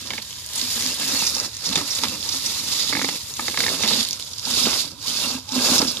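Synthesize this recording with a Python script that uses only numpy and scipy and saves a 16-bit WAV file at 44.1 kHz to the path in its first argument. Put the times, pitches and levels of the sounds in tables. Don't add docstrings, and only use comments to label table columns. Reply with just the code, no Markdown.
import sys
import numpy as np
from scipy import signal
from scipy.fft import rfft, irfft
from scipy.io import wavfile

SR = 44100
rng = np.random.default_rng(int(sys.argv[2]) if len(sys.argv) > 2 else 0)


def nominal_scale(level):
    x = np.asarray(level, float) / 20
    return 10 ** x


def file_out(sig):
    cols = np.atleast_2d(sig).T
    lim = np.clip(cols, -1, 1)
    pcm = np.round(lim * 32767).astype(np.int16)
    wavfile.write(sys.argv[1], SR, pcm)


N = 264589
SNAP_RISE_S = 0.00015


def rms_one(x):
    return x / np.sqrt(np.mean(x ** 2) + 1e-20)


def at_hz(points, hz):
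    table_hz, values = np.array(points)[:, 0], np.array(points)[:, 1]
    return np.interp(np.log(hz), np.log(table_hz), values)


def cut(x, hz, kind):
    return signal.sosfilt(signal.butter(2, hz, kind, fs=SR, output="sos"), x)


def drift(rate_hz):
    r = np.exp(-80 * np.pi * rate_hz / SR)
    slow = signal.lfilter([1], [1, -2 * r, r * r], rng.standard_normal(N // 40 + 2002))[2000:]
    return np.interp(np.arange(N) / 40, np.arange(len(slow)), rms_one(slow))


def ring(clicks, hz, t60_s):
    r, w = nominal_scale(-60 / (t60_s * SR)), 2 * np.pi * hz / SR
    return signal.lfilter([0, np.sin(w)], [1, -2 * r * np.cos(w), r * r], clicks + 1e-18)


def peaking(x, lifts):
    for hz, width_hz, db in lifts:
        w, a = 2 * np.pi * hz / SR, nominal_scale(db / 2)
        k = np.sin(w) * width_hz / hz / 2
        x = signal.lfilter([1 + k * a, -2 * np.cos(w), 1 - k * a],
                           [1 + k / a, -2 * np.cos(w), 1 - k / a], x)
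    return x


def grains(per_s, spread_db, clump_db):
    sizes = nominal_scale(spread_db * np.minimum(rng.exponential(1, N), 4)) * rng.choice([-1, 1], N)
    starts = rng.exponential(1, N) * (rng.random(N) < 110 / SR)
    fading = signal.lfilter([1], [1, -np.exp(-1 / (0.009 * SR))], starts)
    return sizes * nominal_scale(clump_db * np.minimum(fading, 2)) * (rng.random(N) < per_s / SR)


def strike(clicks, modes, patchy_db):
    dealt = rng.integers(0, len(modes), (3, N))
    total = np.zeros((3, N))
    for k, (hz, db, t60_s) in enumerate(modes):
        flare = nominal_scale(db + patchy_db * drift(17))
        total += ring(flare * clicks * (dealt == k), hz, t60_s)
    return rms_one(total)


def contact(length_s, rise_s, count):
    t = np.arange(1500) / SR
    ragged = rng.exponential(1, (count, 1, len(t) // 30)).repeat(30, axis=2)
    fade = np.exp(-t / length_s) + 0.1 * ragged * np.exp(-t / 0.008)
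    slips = rng.standard_normal((count, 3, len(t))) * fade * (1 - np.exp(-t / rise_s))
    return slips / np.sqrt(np.sum(slips ** 2, axis=2, keepdims=True))


def add(track, start_s, sound):
    i = round(start_s * SR)
    track[:, i:i + sound.shape[1]] += sound[:, :N - i]


def pair(versions, lag, own_db, own_above_hz):
    shared, own = versions[0], versions[1:]
    direct = np.array([shared, np.interp(np.arange(N) - lag, np.arange(N), shared)])
    return direct + nominal_scale(own_db) * signal.lfilter(*signal.butter(1, own_above_hz, "high", fs=SR), own)


def woods():
    # hz, density_db (per Hz)
    floor = [(22, -33), (40, -24), (70, 0.5), (110, -0.5), (200, -13.5), (400, -26), (1000, -27),
             (1800, -56), (4000, -47), (9000, -40), (15000, -27.5)]
    hz = np.maximum(np.arange(N // 2 + 1) * SR / N, 1)
    mid, side = rfft(rng.standard_normal((2, N)), axis=1) * nominal_scale(at_hz(floor, hz))
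    alike = 0.83 / (1 + (hz / 1600) ** 2) / (1 + (18 / hz) ** 2)
    both = np.sqrt(1 + alike) * mid + np.sqrt(1 - alike) * side * [[1], [-1]]
    both *= nominal_scale([[1.5], [-1.5]])
    return nominal_scale(-48) * rms_one(irfft(both, N, axis=1))


def motor():
    # start_s, mesh_hz, level_db
    pulls = [
        [(.46, 582, -49), (.575, 915, -49), (.67, 1210, -39), (.78, 1640, -40), (.805, 1950, -35),
         (.85, 2110, -49.5), (.9, 2750, -35.5), (.935, 2690, -40)],
        [(1.08, 2610, -32), (1.14, 2650, -44.5), (1.19, 2800, -37), (1.22, 2596, -34), (1.26, 2410, -47),
         (1.33, 2430, -51)],
        [(4.525, 4750, -31), (4.555, 5220, -32)],
        [(4.628, 4900, -23), (4.643, 5110, -22), (4.66, 4950, -33)],
        [(5.15, 2510, -37), (5.185, 2590, -40), (5.21, 2750, -43), (5.24, 2820, -38), (5.285, 2730, -40),
         (5.32, 2620, -57)],
        [(5.03, 705, -34), (5.06, 1055, -34.5), (5.09, 1350, -42)],
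        [(5.06, 2700, -39), (5.085, 3070, -32), (5.12, 3200, -36)],
        [(5.33, 1470, -46), (5.37, 1033, -42.5), (5.4, 646, -40)],
        [(1.12, 4550, -40), (1.17, 4460, -32), (1.19, 4430, -36)],
        [(5.475, 827, -32), (5.515, 860, -42.5), (5.545, 1050, -41)],
    ]
    # mode_hz, width_hz
    cover = [(620, 180), (910, 370), (1225, 46), (1640, 86), (2000, 340), (2420, 120), (2700, 780),
             (4070, 130), (4460, 200), (5000, 190)]
    octave_db, off_mode_db = -2, -18
    out = np.zeros((3, N))
    waver, flicker = 1 + 0.014 * drift(80), nominal_scale(5 * drift(45) - 3)
    for s, hz, db in map(np.transpose, pulls):
        on = np.arange(round(s[0] * SR), round(s[-1] * SR))
        t = on / SR
        ends = np.clip(np.minimum(t - s[0], s[-1] - t) / 0.013, 0, 1)
        level = nominal_scale(np.interp(t, s, db)) * ends * flicker[on]
        hz = np.interp(t, s, hz)
        for k, share_db in enumerate([0, octave_db if hz.max() > 1500 else -40], 1):
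            near = sum(1 / (1 + (2 * (k * hz - mode_hz) / width_hz) ** 2) ** 2 for mode_hz, width_hz in cover)
            turns = k * np.cumsum(hz * waver[on]) / SR
            out[0, on] += nominal_scale(share_db) * level * (near + nominal_scale(off_mode_db)) * np.sin(2 * np.pi * turns)
    hum_hz, hum_width_hz, hum_db = 990, 40, -60
    out[0] += nominal_scale(hum_db) * rms_one(ring(rng.standard_normal(N), hum_hz, 2.2 / hum_width_hz))
    return out


def chassis(rattle_db):
    # mode_hz, level_db, t60_s
    frame_modes = [(557, 4, 0.011), (948, 6, 0.008), (1272, 4, 0.01), (1633, -3, 0.037),
                   (2170, -3.5, 0.0055), (2680, 0.5, 0.019)]
    taps = grains(1500, spread_db=-0.5, clump_db=1.5)
    return nominal_scale(rattle_db - 3.5) * strike(taps, frame_modes, patchy_db=-2)


def shell(boom_db):
    # mode_hz, level_db, t60_s
    shell_modes = [(187, -13, 0.1), (246, 6, 0.038), (310, -9.5, 0.088), (517, -5.5, 0.027)]
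    # start_s, peak_db, ring_hz
    bumps = [(0.107, -30, 231), (0.18, -29, 213), (0.627, -18, 249), (0.76, -20, 233), (0.858, -16, 257.5),
             (1.132, -16, 270), (1.67, -24, 171), (1.711, -46, 238), (1.764, -16.5, 162),
             (2.032, -18.5, 247), (2.088, -23, 257), (2.927, -15.5, 283), (3.022, -13.5, 272),
             (3.036, -20, 278), (1.811, -17.5, 282), (3.607, -35, 310), (3.732, -20.5, 276),
             (3.839, -15.5, 219), (3.92, -14, 214), (3.978, -13, 229), (4.472, -16, 252),
             (4.654, -11.5, 227), (4.52, -19, 240), (5.32, -24, 245), (5.349, -15.5, 255),
             (5.522, -12, 255), (5.562, -6, 249), (5.72, -8, 248), (5.844, -15.5, 250), (4.576, -21, 244),
             (4.869, -30, 288), (4.978, -33, 288), (5.625, -20, 235), (5.898, -22, 244),
             (2.341, -23.5, 266), (1.05, -21.5, 253)]
    shake_top_db = -39
    tread = strike(grains(1300, spread_db=3.5, clump_db=1.6), shell_modes, patchy_db=0.5)
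    out = nominal_scale(np.minimum(boom_db + 1.35, shake_top_db)) * tread
    t = np.arange(6000) / SR
    swell = (1 - np.exp(-t / 0.0031)) * np.exp(-t / 0.028)
    for (s, db, hz), turn in zip(bumps, rng.random((len(bumps), 3, 1))):
        add(out, s - 0.003, nominal_scale(db - 11.5) * swell * np.sin(2 * np.pi * (hz * t + turn)))
    return cut(out, 59, "high")


def slaps():
    # start_s, peak_db, ring_hz
    hits = [(1.77, -23, 290), (3.397, -29, 332), (3.484, -33, 330), (5.579, -17, 258), (1.811, -35, 280),
            (2.954, -20, 286), (2.975, -22, 285), (3.044, -21, 276), (3.087, -28, 280), (5.601, -25, 260),
            (4.578, -23.5, 250), (4.688, -24, 260), (5.678, -27, 474), (5.701, -22, 260), (5.718, -15, 256),
            (5.774, -33, 248), (5.8003, -16, 266), (5.817, -26, 333), (5.827, -15, 277),
            (5.852, -20.5, 249), (5.877, -26, 260)]
    out, t = np.zeros((3, N)), np.arange(1500) / SR
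    for s, db, hz in hits:
        wave = np.sin(2 * np.pi * hz * t + 0.1 * np.sin(4 * np.pi * hz * t))
        add(out, s, nominal_scale(db - 0.5) * np.exp(-t / 0.0051) * wave * np.ones((3, 1)))
    return out


def knocks():
    # start_s, peak_db, strongest_ring_hz, boom_share_db
    lugs = [(0.105, -15, 2170, -22), (0.1346, -14.5, 1780, -6), (0.181, -15.5, 2300, -4),
            (1.011, -38, 2680, -27), (1.032, -18.5, 2680, -24), (1.7578, -13, 2750, -3),
            (2.0352, -19, 2780, 9), (2.9261, -7, 2040, -28), (2.951, -6, 1800, -8), (2.9689, -8, 2040, -8),
            (2.9925, -14, 2000, -11), (3.015, -6, 1930, -24), (3.044, -8, 2170, -3),
            (3.088, -7.5, 2010, -16), (3.3945, -9.5, 1700, -4), (3.481, -8.5, 2050, -6),
            (3.5279, -47, 2120, -7), (3.543, -15.5, 1800, -6), (3.575, -8, 1990, -26),
            (3.603, -5.5, 1970, -27), (3.6362, -11, 2080, -12), (3.663, -8, 1820, -19),
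            (3.681, -7.5, 1780, -5.5), (3.835, -7, 2100, -12), (3.908, -14.5, 2490, -2),
            (5.59, -17, 2530, -15), (5.8182, -9.5, 1230, -9)]
    # mode_hz, level_db, t60_s
    panel = [(527, -8, .02), (900, -7, .026), (1265, -8, .024), (1730, -2, .016), (2165, 0, .015),
             (3700, -6, .007), (4500, -4, .006)]
    rise_s = 0.0007
    out = np.zeros((3, N))
    slips = contact(0.0014, rise_s, count=len(lugs))
    lucks_db = rng.normal(0, 1.5, (len(lugs), len(panel)))
    for (s, db, own_hz, boom_db), slip, luck_db in zip(lugs, slips, lucks_db):
        slip = cut(slip, [400, 2500], "band") + 0.45 * slip
        sound = ring(slip, own_hz, 0.014)
        for (hz, mode_db, t60_s), dice_db in zip(panel, luck_db):
            low_db = boom_db + 7 if hz < 1400 else 0
            sound += nominal_scale(mode_db + dice_db + low_db) * ring(slip, hz, t60_s)
        add(out, s - rise_s / 2, nominal_scale(db - 5) * sound / np.max(np.abs(sound[0])))
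    return out


def sticks():
    # start_s, peak_db
    hits = [(1.2229, -13), (1.366, -16), (1.389, -25), (2.342, -20), (2.902, -15), (3.807, -17),
            (3.916, -12), (4.472, -16), (4.669, -4), (5.756, -3), (5.8005, -15), (5.826, -9)]
    out = np.zeros((3, N))
    for (s, db), slip in zip(hits, contact(0.0008, SNAP_RISE_S, count=len(hits))):
        wood = ring(slip, 520, 0.0061) + 0.78 * ring(slip, 860, 0.014) + 0.4 * ring(slip, 1280, 0.0097)
        add(out, s, nominal_scale(db - 9.5) * wood)
    return out


def crushes():
    # start_s, dying_s, level_db
    branches = [
        (0.105, 0.006, -27.5),
        (0.178, 0.018, -36),
        (1.773, 0.02, -26),
        (2.034, 0.019, -21.5),
        (3.836, 0.018, -22),
        (4.654, 0.043, -25),
        (4.73, 0.02, -25),
        (5.816, 0.014, -34),
    ]
    out, t = np.zeros((3, N)), np.arange(3000) / SR
    ragged = np.sqrt(rng.exponential(1, (len(branches), 1, 75))).repeat(40, axis=2)
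    runs = ragged * rng.standard_normal((len(branches), 3, len(t)))
    for (s, dying_s, db), splinters in zip(branches, runs):
        add(out, s, nominal_scale(db) * np.exp(-t / dying_s) * rms_one(cut(splinters, [280, 3200], "band")))
    return out


def snaps():
    # start_s, peak_db, ring_hz
    twigs = [(0.18, -20, 4450), (1.2664, -16, 6400), (1.35, -10.5, 6080), (1.382, -12, 5750),
             (1.724, -27, 3630), (1.7555, -4, 4900), (1.7576, -3.5, 3500), (1.7325, -10, 3600),
             (1.765, -18, 4400), (1.814, -16, 5800), (1.779, -19, 5490), (1.988, -16, 3650),
             (2.036, -8, 5340), (2.326, -14, 5600), (2.4617, -11.5, 7440), (3.0458, -11, 4500),
             (3.0887, -8, 3460), (3.368, -20, 7250), (3.482, -12, 4340), (3.499, -13, 3550),
             (3.573, -8, 4200), (3.827, -8.5, 3740), (4.0093, -16, 3650), (3.8357, -9, 3300),
             (4.2132, -28, 3720), (4.3333, -19, 5200), (4.383, -18, 4500), (5.5202, -17, 5800),
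             (5.753, -21, 5040), (5.781, -2, 5700), (5.872, -15, 5230), (5.97, -13, 3900)]
    # start_s, peak_db, ring_hz
    more_twigs = [(0.0724, -21, 5040), (0.2014, -34, 4620), (0.3077, -20, 3200), (0.357, -29, 5300),
                  (0.4445, -23.5, 4640), (0.5564, -28, 7100), (0.6137, -11, 4800), (0.809, -13, 7240),
                  (0.8504, -20, 5400), (0.8624, -10.5, 5500), (0.942, -32, 4340), (1.194, -17, 4460),
                  (1.2415, -13, 5760), (1.277, -15, 5070), (1.3663, -13, 5200), (1.3994, -9, 5610),
                  (1.4536, -32, 5490), (1.5318, -25, 3800), (1.5494, -21, 7000), (1.6542, -16, 5450),
                  (1.6894, -12, 5630), (2.2078, -20, 4880), (2.2902, -12, 5100), (2.2928, -11, 5280),
                  (2.4924, -16.5, 5570), (2.6808, -20, 5100), (2.8238, -11, 3760), (3.02, -10.5, 3840),
                  (3.3384, -21, 6660), (3.3941, -21, 3640), (3.513, -19, 3380), (3.6422, -12, 4050),
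                  (3.665, -9, 4780), (3.6914, -8, 4900), (3.7014, -17, 3670), (3.886, -12, 3620),
                  (4.0494, -14, 4830), (4.207, -28, 3560), (4.235, -28, 3800), (4.3144, -35, 4840),
                  (4.5914, -13, 4000), (4.8544, -20.5, 4910), (4.9164, -24, 5430), (5.1874, -24, 5140),
                  (5.4905, -16, 4260), (5.794, -14, 4900), (5.8823, -16, 4860)]
    # start_s, peak_db, ring_hz, brightness_db
    flicks = [(0.1045, -12, 3700, -15), (.1346, -19, 3660, -14), (0.2246, -21, 4430, -2),
              (0.4627, -31.5, 7280, 14), (0.5353, -12, 9190, -4), (0.581, -16, 8150, -23),
              (0.5954, -16, 4000, -32), (.857, -22, 4460, -17), (0.999, -13.5, 3570, -5.5),
              (1.5677, -18, 7200, -7), (2.041, -11, 5600, -6), (2.0476, -25, 4770, -14),
              (2.0837, -11, 4400, -4.5), (2.2276, -15, 4570, -16), (2.4094, -23, 5500, -18),
              (3.605, -2.5, 4100, -13), (3.8763, -2, 4050, -15), (3.904, -12, 3960, -12),
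              (3.9438, -12, 4200, -10), (4.0872, -12, 3650, -4.5), (4.1086, -11.5, 5800, -8),
              (4.13, -9, 5800, -11), (4.197, -9.5, 4260, -10), (4.2247, -16, 3950, -36),
              (4.3946, -17, 5540, -18), (4.4283, -22, 4160, -18), (4.4527, -13, 4440, -16),
              (5.015, -24, 5200, -19), (5.081, -14, 4740, -19), (5.478, -27.5, 4160, -15),
              (5.8168, -3, 4900, -13.5), (.328, -20.5, 3600, -7)]
    twig_bright_db = -26
    breaks = [(*row, twig_bright_db) for row in [*twigs, *more_twigs]] + list(flicks)
    out = np.zeros((3, N))
    for (s, db, hz, bright_db), crack in zip(breaks, contact(0.0008, SNAP_RISE_S, count=len(breaks))):
        wood = ring(crack, hz, 0.0018) + 2.4 * cut(crack, [2200, 8000], "band")
        tick = nominal_scale(bright_db + 21) * cut(crack, 8500, "high")
        add(out, s, nominal_scale(db - 7.5) * (wood + tick) / np.max(np.abs(wood), axis=1, keepdims=True))
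    return out


def tears():
    # start_s, length_s, level_db, pitch_hz
    torn = [(0.216, 0.011, -39, 4400), (0.554, 0.0093, -26, 10200), (0.576, .008, -28, 7700),
            (0.941, 0.0088, -30, 10800), (1.185, 0.022, -33.5, 6000), (1.264, 0.014, -25.5, 5740),
            (1.387, 0.0087, -29, 5600), (1.654, 0.02, -28, 5470), (1.724, 0.0077, -24.5, 3500),
            (1.902, 0.019, -30.5, 5540), (1.926, 0.0099, -32, 3800), (1.947, 0.011, -33, 7000),
            (1.982, .01, -30, 3720), (2.315, 0.03, -34, 5530), (2.455, 0.017, -31, 5770),
            (2.798, 0.034, -33, 4670), (3.69, 0.012, -37, 3800), (3.881, 0.016, -24.5, 4200),
            (3.922, 0.019, -25.5, 3840), (4.571, 0.021, -28, 3740), (5.656, 0.0062, -34, 4900),
            (5.786, 0.009, -20.5, 5330), (5.874, 0.028, -30, 5250)]
    out, t = np.zeros((3, N)), np.arange(2500) / SR
    for (s, length_s, db, hz), rips in zip(torn, rng.laplace(size=(len(torn), 3, len(t)))):
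        shape = (1 - np.exp(-t / 0.003)) / (1 + (t / length_s) ** 4)
        add(out, s, nominal_scale(db) * shape * rms_one(ring(rips, hz, 17 / hz)))
    return pair(out, 3.94, own_db=-15, own_above_hz=3700)


def leaves(crunch_db, bright_db):
    # ring_hz, grain_size_db
    leaf = [(1500, -11), (2600, -12), (3600, -1.5), (5500, 1.5), (8000, -8.5)]
    cracks = grains(14000, spread_db=2.3, clump_db=1.9)
    modes = [(hz, at_hz(leaf, hz), 19 / hz) for hz in np.geomspace(1500, 8500, 20)]
    dull = strike(cracks, modes, patchy_db=2.2)
    ticks = cracks * rng.choice([-1, 1], (3, N)) * [[0.5], [1], [1]]
    fine = rms_one(cut(cut(ticks, 6650, "high"), 10160, "high"))
    both = pair(dull + nominal_scale(bright_db + 13) * fine, 3.67, own_db=1.89, own_above_hz=830)
    return nominal_scale(crunch_db - 10.5) * both


def drive():
    # start_s, hold_s, leaf_crunch_db, frame_load_db
    bites = [(0.0, 0.17, -36, -9), (0.23, 0.52, -38, -15.5), (0.565, 0.2, -29, -14),
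             (0.78, 0.15, -28, -11.5), (1.019, 0.2, -25.5, -8), (1.214, 0.087, -27, -14),
             (1.345, 0.11, -28, -10), (1.54, 0.029, -37.5, -16), (1.647, 0.026, -29, -17),
             (1.704, 0.018, -27.5, -6), (1.88, 0.11, -28, -14.5), (2.034, 0.12, -30.5, -5.5),
             (2.247, 0.13, -28, -13.5), (2.434, 0.38, -28.5, -12.5), (2.715, 0.18, -27, -16),
             (2.898, 0.26, -29, -9.5), (3.23, 0.071, -35.5, -16.5), (3.403, 0.14, -30.5, -10),
             (3.602, 0.14, -25.5, -6.5), (3.803, 0.2, -27, -5.5), (3.896, 0.12, -24, -24),
             (2.166, 0.037, -41, -7.5), (1.771, 0.036, -27, -5.5), (4.018, 0.14, -33.5, -13),
             (4.21, 0.17, -37.5, -14), (4.485, 0.14, -24, -12.5), (4.586, 0.12, -23.5, -9.5),
             (4.736, 0.068, -23.5, -15), (4.836, 0.02, -34.5, -7), (4.906, 0.039, -48.5, -3.5),
             (5.034, 0.014, -47, -7), (1.27, 0.013, -30, -20.5), (5.808, 0.025, -27.5, 0),
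             (3.3, 0.039, -37.5, -11.5), (5.082, 0.16, -26, -13), (5.243, 0.11, -30, -5),
             (5.564, 0.054, -25, -4.5), (5.665, 0.093, -19, -6), (5.874, 0.046, -29.5, -9),
             (5.962, 0.04, -35, -6)]
    rise_db_per_s, fall_db_per_s = 189, 201
    frame_quicker, shell_quicker = 1.2, 2.2
    shell_db, shell_per_load = 3, 1.82
    tick_db, dulling = -7, 0.013
    s, hold_s, db, load_db = np.transpose(bites)[:, :, None]
    t = np.arange(0, N + 64, 64) / SR
    away_db = rise_db_per_s * np.maximum(s - t, 0) + fall_db_per_s * np.maximum(t - s - hold_s, 0)

    def total_db(each_db):
        power = np.sum(nominal_scale(each_db) ** 2, axis=0)
        return np.interp(np.arange(N) / SR, t, 10 * np.log10(power))

    crunch_db = total_db(db - away_db)
    rattle_db = total_db(db + load_db - frame_quicker * away_db)
    boom_db = total_db(db + shell_db + shell_per_load * load_db - shell_quicker * away_db)
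    bright_db = tick_db - dulling * (np.maximum(crunch_db, -42) + 30)
    return crunch_db, bright_db, rattle_db, boom_db


def ground(x):
    # [(dip_hz, width_hz, level_db)]
    poses = [
        (0, [(714, 280, -2.5), (1500, 440, -6.5), (3060, 400, 3)]),
        (1.1, [(670, 130, -3.5), (1590, 370, -8.5), (3150, 790, -3.5)]),
        (2.1, [(690, 110, -6.5), (1590, 330, -12), (420, 130, 0)]),
        (3.4, [(750, 100, -4.5), (1560, 540, -8), (420, 120, 1.5)]),
        (4.1, [(730, 150, -2), (1760, 630, -10), (420, 130, -0.5)]),
    ]
    turn_s = 0.15
    t = np.arange(N) / SR
    begun = [1] + [np.clip((t - s) / turn_s + 0.5, 0, 1) for s, _ in poses[1:]] + [0]
    return sum((begun[k] - begun[k + 1]) * peaking(x, dips) for k, (_, dips) in enumerate(poses))


def scene():
    # start_s, extra_dryness_db, lean_to_left_db
    path = [(0, -1, 0.5), (.35, 0.5, 2), (.56, 2, 1.5), (.75, 2, 2), (1.0, -0.5, 2), (1.3, 1, 0.5),
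            (1.549, -3.5, -0.5), (2.0, -0.5, -.5), (2.5, 0.5, 0.5), (2.95, -3, -2), (3.3, 2, 3),
            (3.6, 1, -0.5), (3.9, -2.5, -1.5), (4.3, -1, 0), (4.7, -2, -1.5), (5.2, -2.5, -1),
            (5.6, -1.5, 1), (6, -0.5, -1)]
    # centre_hz, width_hz, level_db
    treble_dip = [(14140, 5500, -4)]
    crunch_db, bright_db, rattle_db, boom_db = drive()
    truck = chassis(rattle_db) + shell(boom_db) + slaps() + knocks() + sticks() + motor() + crushes()
    body = pair(cut(truck, 95, "high"), 4.2, own_db=-4, own_above_hz=800)
    twigs = pair(snaps(), 3.5, own_db=-1, own_above_hz=3000)
    s, dry_db, lean_db = np.transpose(path)
    dry_db, lean_db = (np.interp(np.arange(N) / SR, s, v) for v in (dry_db, lean_db))
    litter = leaves(crunch_db, bright_db + dry_db) * nominal_scale(lean_db * [[0.5], [-0.5]])
    return peaking(ground(litter + body + twigs + woods() + tears()), treble_dip)


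def low_pass(x):
    return signal.sosfilt(signal.butter(12, 15480, fs=SR, output="sos"), x)


def record(dry):
    # centre_hz, width_hz, lift_db
    left_port = [(1640, 1300, 4.5), (6936, 2600, 16)]
    right_port = [(3650, 440, 5), (4900, 3000, 11), (13340, 3700, -15)]
    x = np.array([nominal_scale(-2) * peaking(dry[0], left_port), nominal_scale(3.5) * peaking(dry[1], right_port)])
    x = cut(0.8 * np.tanh(x / 0.8), 35, "high")
    x = signal.sosfilt(signal.cheby2(16, 62, 14850, fs=SR, output="sos"), x)
    return low_pass(x)


dry = scene()
out = record(dry)
file_out(out)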